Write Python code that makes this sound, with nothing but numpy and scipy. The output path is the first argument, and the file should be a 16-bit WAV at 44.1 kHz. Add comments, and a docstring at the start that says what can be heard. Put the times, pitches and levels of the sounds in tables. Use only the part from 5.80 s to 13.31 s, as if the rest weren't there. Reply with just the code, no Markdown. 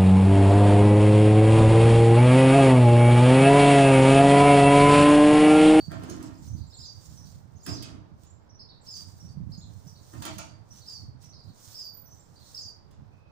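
"""A broom sweeps sand over tiles at the far end of a bare hallway: streams of grains swell with each stroke.
Beside it a plastic water jug is dragged and knocked: stick-slip clicks ring its walls and hollow body.
Through the open door sparrows chirp in warbling near sines, a cluster of close modes squeaks very high,
and the street murmurs as shaped noise. Hard walls add a long ring to birds, squeak, jug and knocks.
A draught buffets the microphone ports in low noise; the right one is louder and brighter than the left."""
import sys
import numpy as np
from scipy import signal
from scipy.fft import rfft, irfft, next_fast_len
from scipy.io import wavfile

SR = 44100
rng = np.random.default_rng(int(sys.argv[2]) if len(sys.argv) > 2 else 0)


def store_wav(level_fs):
    """Save 16-bit WAV to argv[1]."""
    pcm = np.round(np.clip(np.atleast_2d(level_fs), -1, 1) * 32767)
    wavfile.write(sys.argv[1], SR, pcm.T.astype(np.int16))


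def level_to_linear(level):
    """Convert decibel levels to linear amplitude factors, elementwise."""
    exponent = np.asarray(level, float) / 20
    return 10 ** exponent


N = 331191   # length [samples]
PAD = next_fast_len(N + SR)   # transform length [samples], with room for the hallway's ring


# broom strokes on the tiles: (full contact [s], hold [s], relative level [dB], change over the hold [dB],
# landing time for 20 dB [s])
BROOM_STROKES = [(0, 0.48, -61.5, -6, .1), (0.673, 0.055, -55.5, -2, 0.14), (0.98, 0.027, -64.5, 6, 0.32),
                 (1.267, 0.28, -59, -2.5, 0.22), (1.818, 0.088, -66.5, 14.5, 0.14),
                 (2.424, 0.1, -68, -21.5, 0.05), (3.057, 0.44, -56, -11, 0.035),
                 (3.71, 0.23, -66.5, -13, 0.029), (3.993, 0.58, -65, 7, 0.29),
                 (4.918, 0.21, -65.5, 10.5, 0.13), (5.395, 0.024, -83, 17.5, .2),
                 (5.794, 0.21, -58.5, 1.5, 0.17), (6.323, 0.23, -63.5, -22, 0.27),
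                 (6.699, 0.12, -57, 0, 0.29)]
# hiss of sand under bristles: (frequency [Hz], relative density [dB])
SAND_SPECTRUM = [(1200, 1.5), (1600, 1.5), (2300, -5), (5700, 13), (8800, 7), (11000, -4), (13200, 7.5),
                 (14600, 1), (15700, -7)]


def broom():
    """Bristles roll thousands of sand grains a second and now and then flick one; the hiss is patchy by band."""
    rolling = grains(9000, spread_db=2.0, channels=2)
    flicked = level_to_linear(-9) * grains(250, spread_db=3.5)
    grit = colour(rolling + flicked, SAND_SPECTRUM)
    edges_hz = np.geomspace(700, 19000, num=7)
    patches_db = 1.2 * drift(14.0, channels=6)
    hiss = 0
    for k, patch_db in enumerate(patches_db):
        band = signal.butter(2, edges_hz[k:k + 2], "band", fs=SR, output="sos")
        # neighbouring bands alternate in sign
        hiss = hiss + (-1) ** k * level_to_linear(patch_db) * signal.sosfilt(band, grit)
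    lift_s, rest_db = 0.14, -86   # lift: time for 20 dB
    strokes = [swell(s, db, land_s, lift_s, hold_s, change_db)
               for s, hold_s, db, change_db, land_s in BROOM_STROKES]
    pressure = together([level_to_linear(rest_db)] + strokes)
    unsteady = level_to_linear(2.5 * drift(7.0))
    return pressure * unsteady * rms_one(hiss)


# jug slides over the floor: (time [s], length [s], relative scrape level [dB], relative body level [dB])
JUG_SLIDES = [(0.098, 0.36, -58, -58), (1.894, 0.2, -63, -57.5), (4.374, 0.3, -67, -88)]
# jerks within the slides: (time [s], relative scrape level [dB], relative body level [dB])
JUG_JERKS = [(0.12, -39, -40.5), (0.226, -48, -39), (0.293, -65, -40), (0.399, -49, -36), (1.873, -41, -36),
             (2.04, -48.5, -51), (4.338, -53, -51.5), (4.422, -45.5, -53.5), (4.456, -40.5, -47),
             (4.588, -48.5, -56.5)]
# scrape of plastic on the floor: (frequency [Hz], relative density [dB])
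SCRAPE_SPECTRUM = [(300, -42), (450, -16), (620, 18.5), (730, 10.5), (900, 10.5), (1300, 11), (2400, -8.5),
                   (4000, -10), (8000, -33)]
# modes of the jug's walls: (frequency [Hz], width [Hz], relative level [dB])
WALL_MODES = [(630, 30, -14), (892, 37, 14.5), (953, 13, 14), (1290, 37, -21), (1563, 79, 0.5),
              (1800, 38, 6)]
# modes of the hollow body: (frequency [Hz], width [Hz], relative level [dB])
BODY_MODES = [(305.7, 3.8, 2.5), (198.2, 17, -8), (261.3, 29, -7)]


def jug():
    """Stick-slip clicks under the jug sound as a scrape, ring in its walls and set its hollow body humming."""
    slips = grains(2200 * level_to_linear(3 * drift(40)), spread_db=4.5)[0]
    # each wall mode comes and goes as the contact shifts
    contacts = level_to_linear(4 * drift(2.5, channels=len(WALL_MODES)))
    walls = sum(level_to_linear(db) * resonate(slips * contact, hz, width_hz)
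                for (hz, width_hz, db), contact in zip(WALL_MODES, contacts))
    rubbing = rms_one(colour(slips, SCRAPE_SPECTRUM))
    scrape = rms_one(rubbing + level_to_linear(-6) * rms_one(walls))
    body = rms_one(sum(level_to_linear(db) * resonate(slips, hz, width_hz) for hz, width_hz, db in BODY_MODES))
    grab_s, jerk_fade_s, slide_fade_s = 0.011, 0.036, 0.2   # times for 20 dB
    out = 0
    for k, sound in enumerate((scrape, body)):
        slides = [swell(s, dbs[k], grab_s, slide_fade_s, length_s) for s, length_s, *dbs in JUG_SLIDES]
        jerks = [swell(s, dbs[k], grab_s, jerk_fade_s) for s, *dbs in JUG_JERKS]
        out = out + sound * together(slides + jerks)
    return out


# hard knocks beside the broom: (time [s], relative level [dB], lowest frequency of the crack [Hz])
HARD_KNOCKS = [(0.112, -51, 1300), (0.2304, -49, 2500), (0.295, -44.5, 4300), (0.36, -59, 3500),
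               (0.424, -50, 4600), (1.861, -41, 900), (2.022, -42, 2580), (2.431, -58, 3400),
               (4.3363, -62, 900), (4.419, -39.5, 2520), (4.45, -33.5, 885), (4.58, -38, 2460),
               (5.4223, -57, 1810), (7.107, -62, 1800)]


def knocks():
    """Gritty cracks that build over a few ms and die within some tens; each crack reaches down to its own
    lowest frequency."""
    build_s, t60_s = .004, .045
    t = np.arange(SR // 8) / SR
    shape = np.minimum(t / build_s, 1) * level_to_linear(-60 * np.maximum(t - build_s, 0) / t60_s)
    grit = grains(4000 * level_to_linear(6 * drift(150)), spread_db=2.5)[0]
    out = np.zeros(N + SR)
    for s, db, low_hz in HARD_KNOCKS:
        i = round(s * SR)
        band = signal.butter(2, [low_hz, 12000], "band", fs=SR, output="sos")
        crack = signal.sosfilt(band, grit[i:i + len(t)])
        out[i:i + len(t)] += level_to_linear(db) * shape * rms_one(crack)
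    return out[:N]


# long rough calls outside the door: (time [s], relative level [dB], top pitch [Hz],
# relative level of the buzz that joins in [dB])
CHEEP_CALLS = [(-0.125, -49, 5200, -46), (0.982, -56, 5323, -65.5), (1.858, -54.5, 5430, -62),
               (3.065, -53, 5350, -60), (5.058, -56, 5176, -66), (5.942, -51.5, 5324, -67.5),
               (6.743, -51.5, 5374, -63.5)]
# single notes outside the door, by kind: (time [s], relative level [dB], top pitch [Hz])
ARCH_NOTES = [(.538, -73, 5180), (0.763, -68, 4830), (.81, -67, 4750), (0.897, -65, 5340),
              (.922, -60, 4420), (1.02, -59.5, 4380), (1.447, -68.5, 4800), (1.753, -70, 6730),
              (1.795, -72, 5210), (1.955, -61, 4300), (2.792, -54.5, 5340), (2.888, -61, 4600),
              (2.943, -69, 4620), (3.718, -56.5, 5220), (3.81, -63.5, 4290), (3.81, -67, 7600),
              (4.068, -61, 5930), (4.152, -66.5, 4680), (4.375, -71, 4900), (5.006, -63.5, 4640),
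              (5.52, -68, 4670), (5.59, -63.5, 4970), (5.68, -68.5, 4540), (5.534, -61, 5240),
              (5.762, -77, 5100), (6.556, -65.5, 4870), (6.6, -68, 4320), (6.655, -67, 4470)]
SLUR_NOTES = [(0.289, -57, 6540), (0.578, -66, 7330), (0.867, -66, 7480), (0.939, -58, 7550),
              (0.968, -55, 7350), (1.253, -62, 7300), (1.831, -56, 7300), (2.465, -66, 7100),
              (2.499, -64, 7480), (3.01, -68.5, 7600), (3.488, -64, 4820), (3.775, -60, 6940),
              (4.515, -62, 4500), (4.687, -66, 4780), (4.741, -71, 4810), (6.338, -71, 7570),
              (6.368, -78, 7800), (6.393, -63.5, 7500)]
WHISTLE_NOTES = [(7.315, -79.5, 2540)]
# high notes sung twice: (time [s], relative level [dB], top pitch [Hz], relative level of the repeat [dB])
TWIN_NOTES = [(0.675, -60, 6340, -64), (1.37, -57, 6030, -62), (2.691, -66, 5940, -66),
              (3.397, -60.5, 5880, -64.5), (4.577, -52.5, 6690, -106), (4.905, -58, 6100, -61.5),
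              (5.436, -59.5, 6020, -62), (6.255, -63.5, 6160, -60.5)]
# course of each kind of note: (time into the note [s], share of the top pitch [ratio], relative level [dB])
CHEEP_SHAPE = [(0, .83, -1), (.008, .985, 0), (.02, 1, 1), (.028, .94, 4), (.045, .91, 2), (.056, .96, 1),
               (.085, .89, -1), (.13, .882, -4), (.2, .87, -15)]
BUZZ_SHAPE = [(0, 0.94, 7), (0.021, 0.94, 1.5), (0.07, 0.68, 10)]
ARCH_SHAPE = [(0, .79, -3), (.008, .96, -1), (.015, 1, 1), (.023, .95, -1), (.037, .76, -6)]
SLUR_SHAPE = [(0, .91, -3), (.011, 1, 0.5), (0.026, .975, -10)]
WHISTLE_SHAPE = [(0, 1, -2), (.18, 1, 0)]
TWIN_SHAPE = [(0, .86, -6), (.008, 1, 0), (.013, .98, 0), (.025, .86, -4)]


def sparrows():
    """Six kinds of note, near sines on falling, arched or level pitch, from the birds outside the door."""
    # the buzz enters late, above the cheep's top
    buzzes = [(s + 0.042, buzz_db, 1.4 * hz) for s, db, hz, buzz_db in CHEEP_CALLS]
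    repeats = [(s + 0.053, repeat_db, 1.015 * hz) for s, db, hz, repeat_db in TWIN_NOTES]
    clear = .009   # warble as a share of the pitch; the rough kinds have more
    rough = sing(CHEEP_CALLS, CHEEP_SHAPE, 0.038) + sing(buzzes, BUZZ_SHAPE, 0.04)
    arches = sing(ARCH_NOTES, ARCH_SHAPE, clear)
    twins = sing(TWIN_NOTES + repeats, TWIN_SHAPE, clear)
    slurs = sing(SLUR_NOTES, SLUR_SHAPE, clear)
    whistles = sing(WHISTLE_NOTES, WHISTLE_SHAPE, 0.0306)
    return rough + arches + twins + slurs + whistles


def sing(notes, shape, warble):
    """Near sines that follow one pitch shape, scaled to each note's top, with an uneven warble."""
    warble_hz, settle_s = 114.5, .15   # the pitch warble calms down in the course of a note
    lead = SR   # room for notes that begin before the start
    out = np.zeros(N + 2 * SR)
    when, pitch, level_db = np.transpose(shape)
    t = np.arange(round(when[-1] * SR)) / SR
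    wobble = drift(warble_hz, channels=2)
    edges = np.minimum(t / .0015, 1) * np.minimum((t[-1] - t) / .003, 1)
    for s, db, top_hz, *_ in notes:
        i = round(s * SR)
        shake, flutter = np.take(wobble, i + np.arange(len(t)), axis=1, mode="wrap")
        hz = top_hz * np.interp(t, when, pitch) * (1 + warble * np.exp(-t / settle_s) * shake)
        # rougher notes also flutter more in level
        level = level_to_linear(db + np.interp(t, when, level_db) + 100 * warble * flutter)
        note = level * edges * np.sin(2 * np.pi * np.cumsum(hz) / SR)
        out[lead + i:lead + i + len(t)] += np.sqrt(2) * note
    return out[lead:lead + N]


# soft bursts of the squeak: (time [s], relative level [dB])
SQUEAK_BURSTS = [(5.906, -58), (6.035, -55.5), (6.1314, -48), (6.1526, -50.5)]


def squeak():
    """A very high cluster of modes, set off in short soft bursts; they beat, so it flutters as it dies."""
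    centre_hz, spread_hz, t60_s = 14270, 35, .45
    bursts = resonate(resonate(clicks(SQUEAK_BURSTS), centre_hz, 200), centre_hz, 200)
    r = level_to_linear(-60 / (t60_s * SR))
    out = 0
    for hz in centre_hz + spread_hz * rng.standard_normal(size=16):
        w = 2 * np.pi * hz / SR
        mode = signal.lfilter([0, np.sin(w)], [1, -2 * r * np.cos(w), r * r], bursts)
        out = out + rng.choice([-1, 1]) * mode
    return level_to_linear(-14.5) * out


# gusts on the microphone ports: (time [s], relative level [dB], rise for 20 dB [s], fall for 20 dB [s])
DRAUGHT_GUSTS = [(0, -46.5, .1, 0.41), (.08, -41, 0.017, 0.85), (0.749, -36, 0.17, 0.17),
                 (1.4, -50.5, 1, 1.5), (1.899, -42, 0.019, 0.59), (3.61, -40.5, 0.46, 0.72),
                 (4.37, -43.5, 0.09, 0.73), (5.287, -41, 0.15, 0.2), (5.698, -43.5, 0.067, 0.041),
                 (7.19, -49, 0.1, 0.33)]
# single buffets on the ports: (time [s], relative level [dB])
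DRAUGHT_PUFFS = [(0.081, -31.5), (1.883, -34), (2.315, -44.5), (3.445, -40), (3.495, -47), (3.572, -32.5),
                 (3.604, -36), (3.693, -35.5), (3.779, -40), (3.881, -45.5), (4.062, -40), (4.419, -45)]
# rumble of air at the ports: (frequency [Hz], relative density [dB])
BUFFET_SPECTRUM = [(25, -52), (45, -14.5), (75, 0.5), (105, 3), (175, -6.5), (330, -21.5), (600, -88)]


def draught():
    """Lumpy low noise, each port its own, stronger on the right; buffets are single low swings."""
    noise = rng.standard_normal((2, N)) * level_to_linear(3.24 * drift(23.0, channels=2))
    lumps = rms_one(colour(noise, BUFFET_SPECTRUM))
    lull_db = -59
    gusts = together([level_to_linear(lull_db)] + [swell(*gust) for gust in DRAUGHT_GUSTS])
    swings = resonate(resonate(clicks(DRAUGHT_PUFFS), 170, 40), 130.0, 39)
    swings = swings * level_to_linear(max(db for s, db in DRAUGHT_PUFFS)) / swings.max()
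    # left and right port [dB]
    return gusts * lumps * level_to_linear([[-5], [3]]) + swings * level_to_linear([[-14], [3]])


# far, nearly steady murmur outdoors: (frequency [Hz], relative density [dB])
STREET_SPECTRUM = [(120, 2), (200, -3), (496, -4.5), (951, -6.5), (2850, -26.5), (4680, -24), (5940, -28),
                   (12000, -93), (15600, -92), (22000, -120)]


def street():
    """Far traffic and air through the doorway: shaped noise, unrelated at the two ports."""
    murmur = rms_one(colour(rng.standard_normal((2, N)), STREET_SPECTRUM))
    return level_to_linear(-62 + 0.55 * drift(29.0)) * murmur


# ring of the bare hallway: (frequency [Hz], time to fall 60 dB [s])
HALL_RING = [(200, 0.73), (1000, 0.2), (4000, 0.51), (9000, 0.087), (15000, 0.019)]


def hallway(x, direct_db):
    """Direct sound, reaching the left port first, plus a dense tail of unit energy dying octave by octave."""
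    right_lag = 28   # [samples]
    t = np.arange(SR) / SR
    tail = 0
    for low_hz in 60 * 2. ** np.arange(8):
        band = signal.butter(2, [low_hz, min(2 * low_hz, .45 * SR)], "band", fs=SR, output="sos")
        t60_s = at_hz(HALL_RING, np.sqrt(2) * low_hz)
        dying = signal.sosfilt(band, rng.standard_normal((2, SR))) * level_to_linear(-60 * t / t60_s)
        tail = tail + dying * np.minimum(t / 0.012, 1)   # builds up over 12 ms
    tail = tail / np.sqrt(np.sum(tail ** 2) / 2)
    tail[1, right_lag] += level_to_linear(direct_db)
    tail[0, 0] += level_to_linear(direct_db)
    return irfft(rfft(x, PAD) * rfft(tail, PAD), PAD)[:, :N]


def rms_one(x):
    """Scales to rms 1."""
    return x / np.sqrt(np.mean(x ** 2) + 1e-20)


def at_hz(points, hz):
    """Reads a (frequency [Hz], value) table on a log axis."""
    table_hz, values = np.array(points).T
    return np.interp(np.log(np.maximum(hz, 1)), np.log(table_hz), values)


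def colour(x, spectrum):
    """Shapes a signal by a spectrum in dB."""
    gain = level_to_linear(at_hz(spectrum, np.fft.rfftfreq(PAD, 1 / SR)))
    return irfft(rfft(x, PAD) * gain, PAD)[..., :N]


def drift(rate, channels=1):
    """Slow chance with spread 1: noise through a two-pole low-pass, drawn every 40 samples."""
    r = np.exp(-80 * np.pi * rate / SR)
    noise = rng.standard_normal((channels, N // 40 + 2002))
    slow = signal.lfilter([1], [1, -2 * r, r * r], noise)[:, 2000:]   # drop the run-in
    return np.array([np.interp(np.arange(N) / 40, np.arange(len(s)), rms_one(s)) for s in slow])


def grains(per_s, spread_db, channels=1):
    """Random clicks of uneven size; rms 1."""
    sizes = level_to_linear(spread_db * np.minimum(rng.exponential(1, (channels, N)), 5))
    signs = rng.choice([-1, 1], (channels, N))
    struck = rng.random((channels, N)) < per_s / SR
    return rms_one(sizes * signs * struck)


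def clicks(rows):
    """A click of each row's level at each row's time."""
    out = np.full(N, 1e-18)
    for s, db, *_ in rows:
        out[min(round(s * SR), N - 1)] = level_to_linear(db)
    return out


def resonate(x, hz, width_hz):
    """Two-pole resonance with gain 1 on top."""
    r = np.exp(-np.pi * width_hz / SR)
    feed = np.array([1, 0, -1]) * (1 - r * r) / 2
    return signal.lfilter(feed, [1, -2 * r * np.cos(2 * np.pi * hz / SR), r * r], x)


def swell(s, db, rise_s, fall_s, hold_s=0, change_db=0):
    """Gain of one event: 20 dB up in rise_s, a hold that drifts by change_db, 20 dB down in fall_s."""
    t = np.arange(N) / SR - s
    rise = 20 * np.minimum(t, 0) / rise_s
    held = change_db * np.clip(t / (hold_s + 1e-6), 0, 1)
    fall = 20 * np.maximum(t - hold_s, 0) / fall_s
    return level_to_linear(db + rise + held - fall)


def together(gains):
    """Unrelated pushes add in power."""
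    return np.sqrt(sum(g ** 2 for g in gains))


def scene():
    """All sources at the two ports; birds, squeak, jug and knocks ring down the hallway."""
    outside = hallway(sparrows() + squeak(), direct_db=3.5)
    at_door = hallway(jug() + knocks(), direct_db=-0.5)
    return broom() + at_door + outside + draught() + street()


def low_pass(x):
    """Removes everything above the highest recorded frequency."""
    return signal.sosfilt(signal.butter(12, 16540, fs=SR, output="sos"), x)


# covered left microphone port: (frequency [Hz], gain [dB])
LEFT_PORT = [(100, -4), (1000, -4), (4500, -5), (8000, -8), (10500, -14), (12500, -26), (15000, -26)]
# open right microphone port, ringing near the top: (frequency [Hz], gain [dB])
OPEN_PORT = [(11000, -0.5), (13300, -12.5), (14800, 12)]


def record(dry):
    """The left port is covered and dull, with a faint high hiss of its own; the top is cut."""
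    treble = signal.butter(2, 11000, "high", fs=SR, output="sos")
    hiss = signal.sosfilt(treble, rng.standard_normal(N))
    left = colour(dry[0], LEFT_PORT) + level_to_linear(-90.0) * hiss
    right = colour(dry[1], OPEN_PORT)
    top_cut = signal.cheby2(20, 60, 15900, fs=SR, output="sos")
    mix = level_to_linear(4.0) * signal.sosfilt(top_cut, np.array([left, right]))
    return low_pass(mix)


dry = scene()
out = record(dry)
store_wav(out)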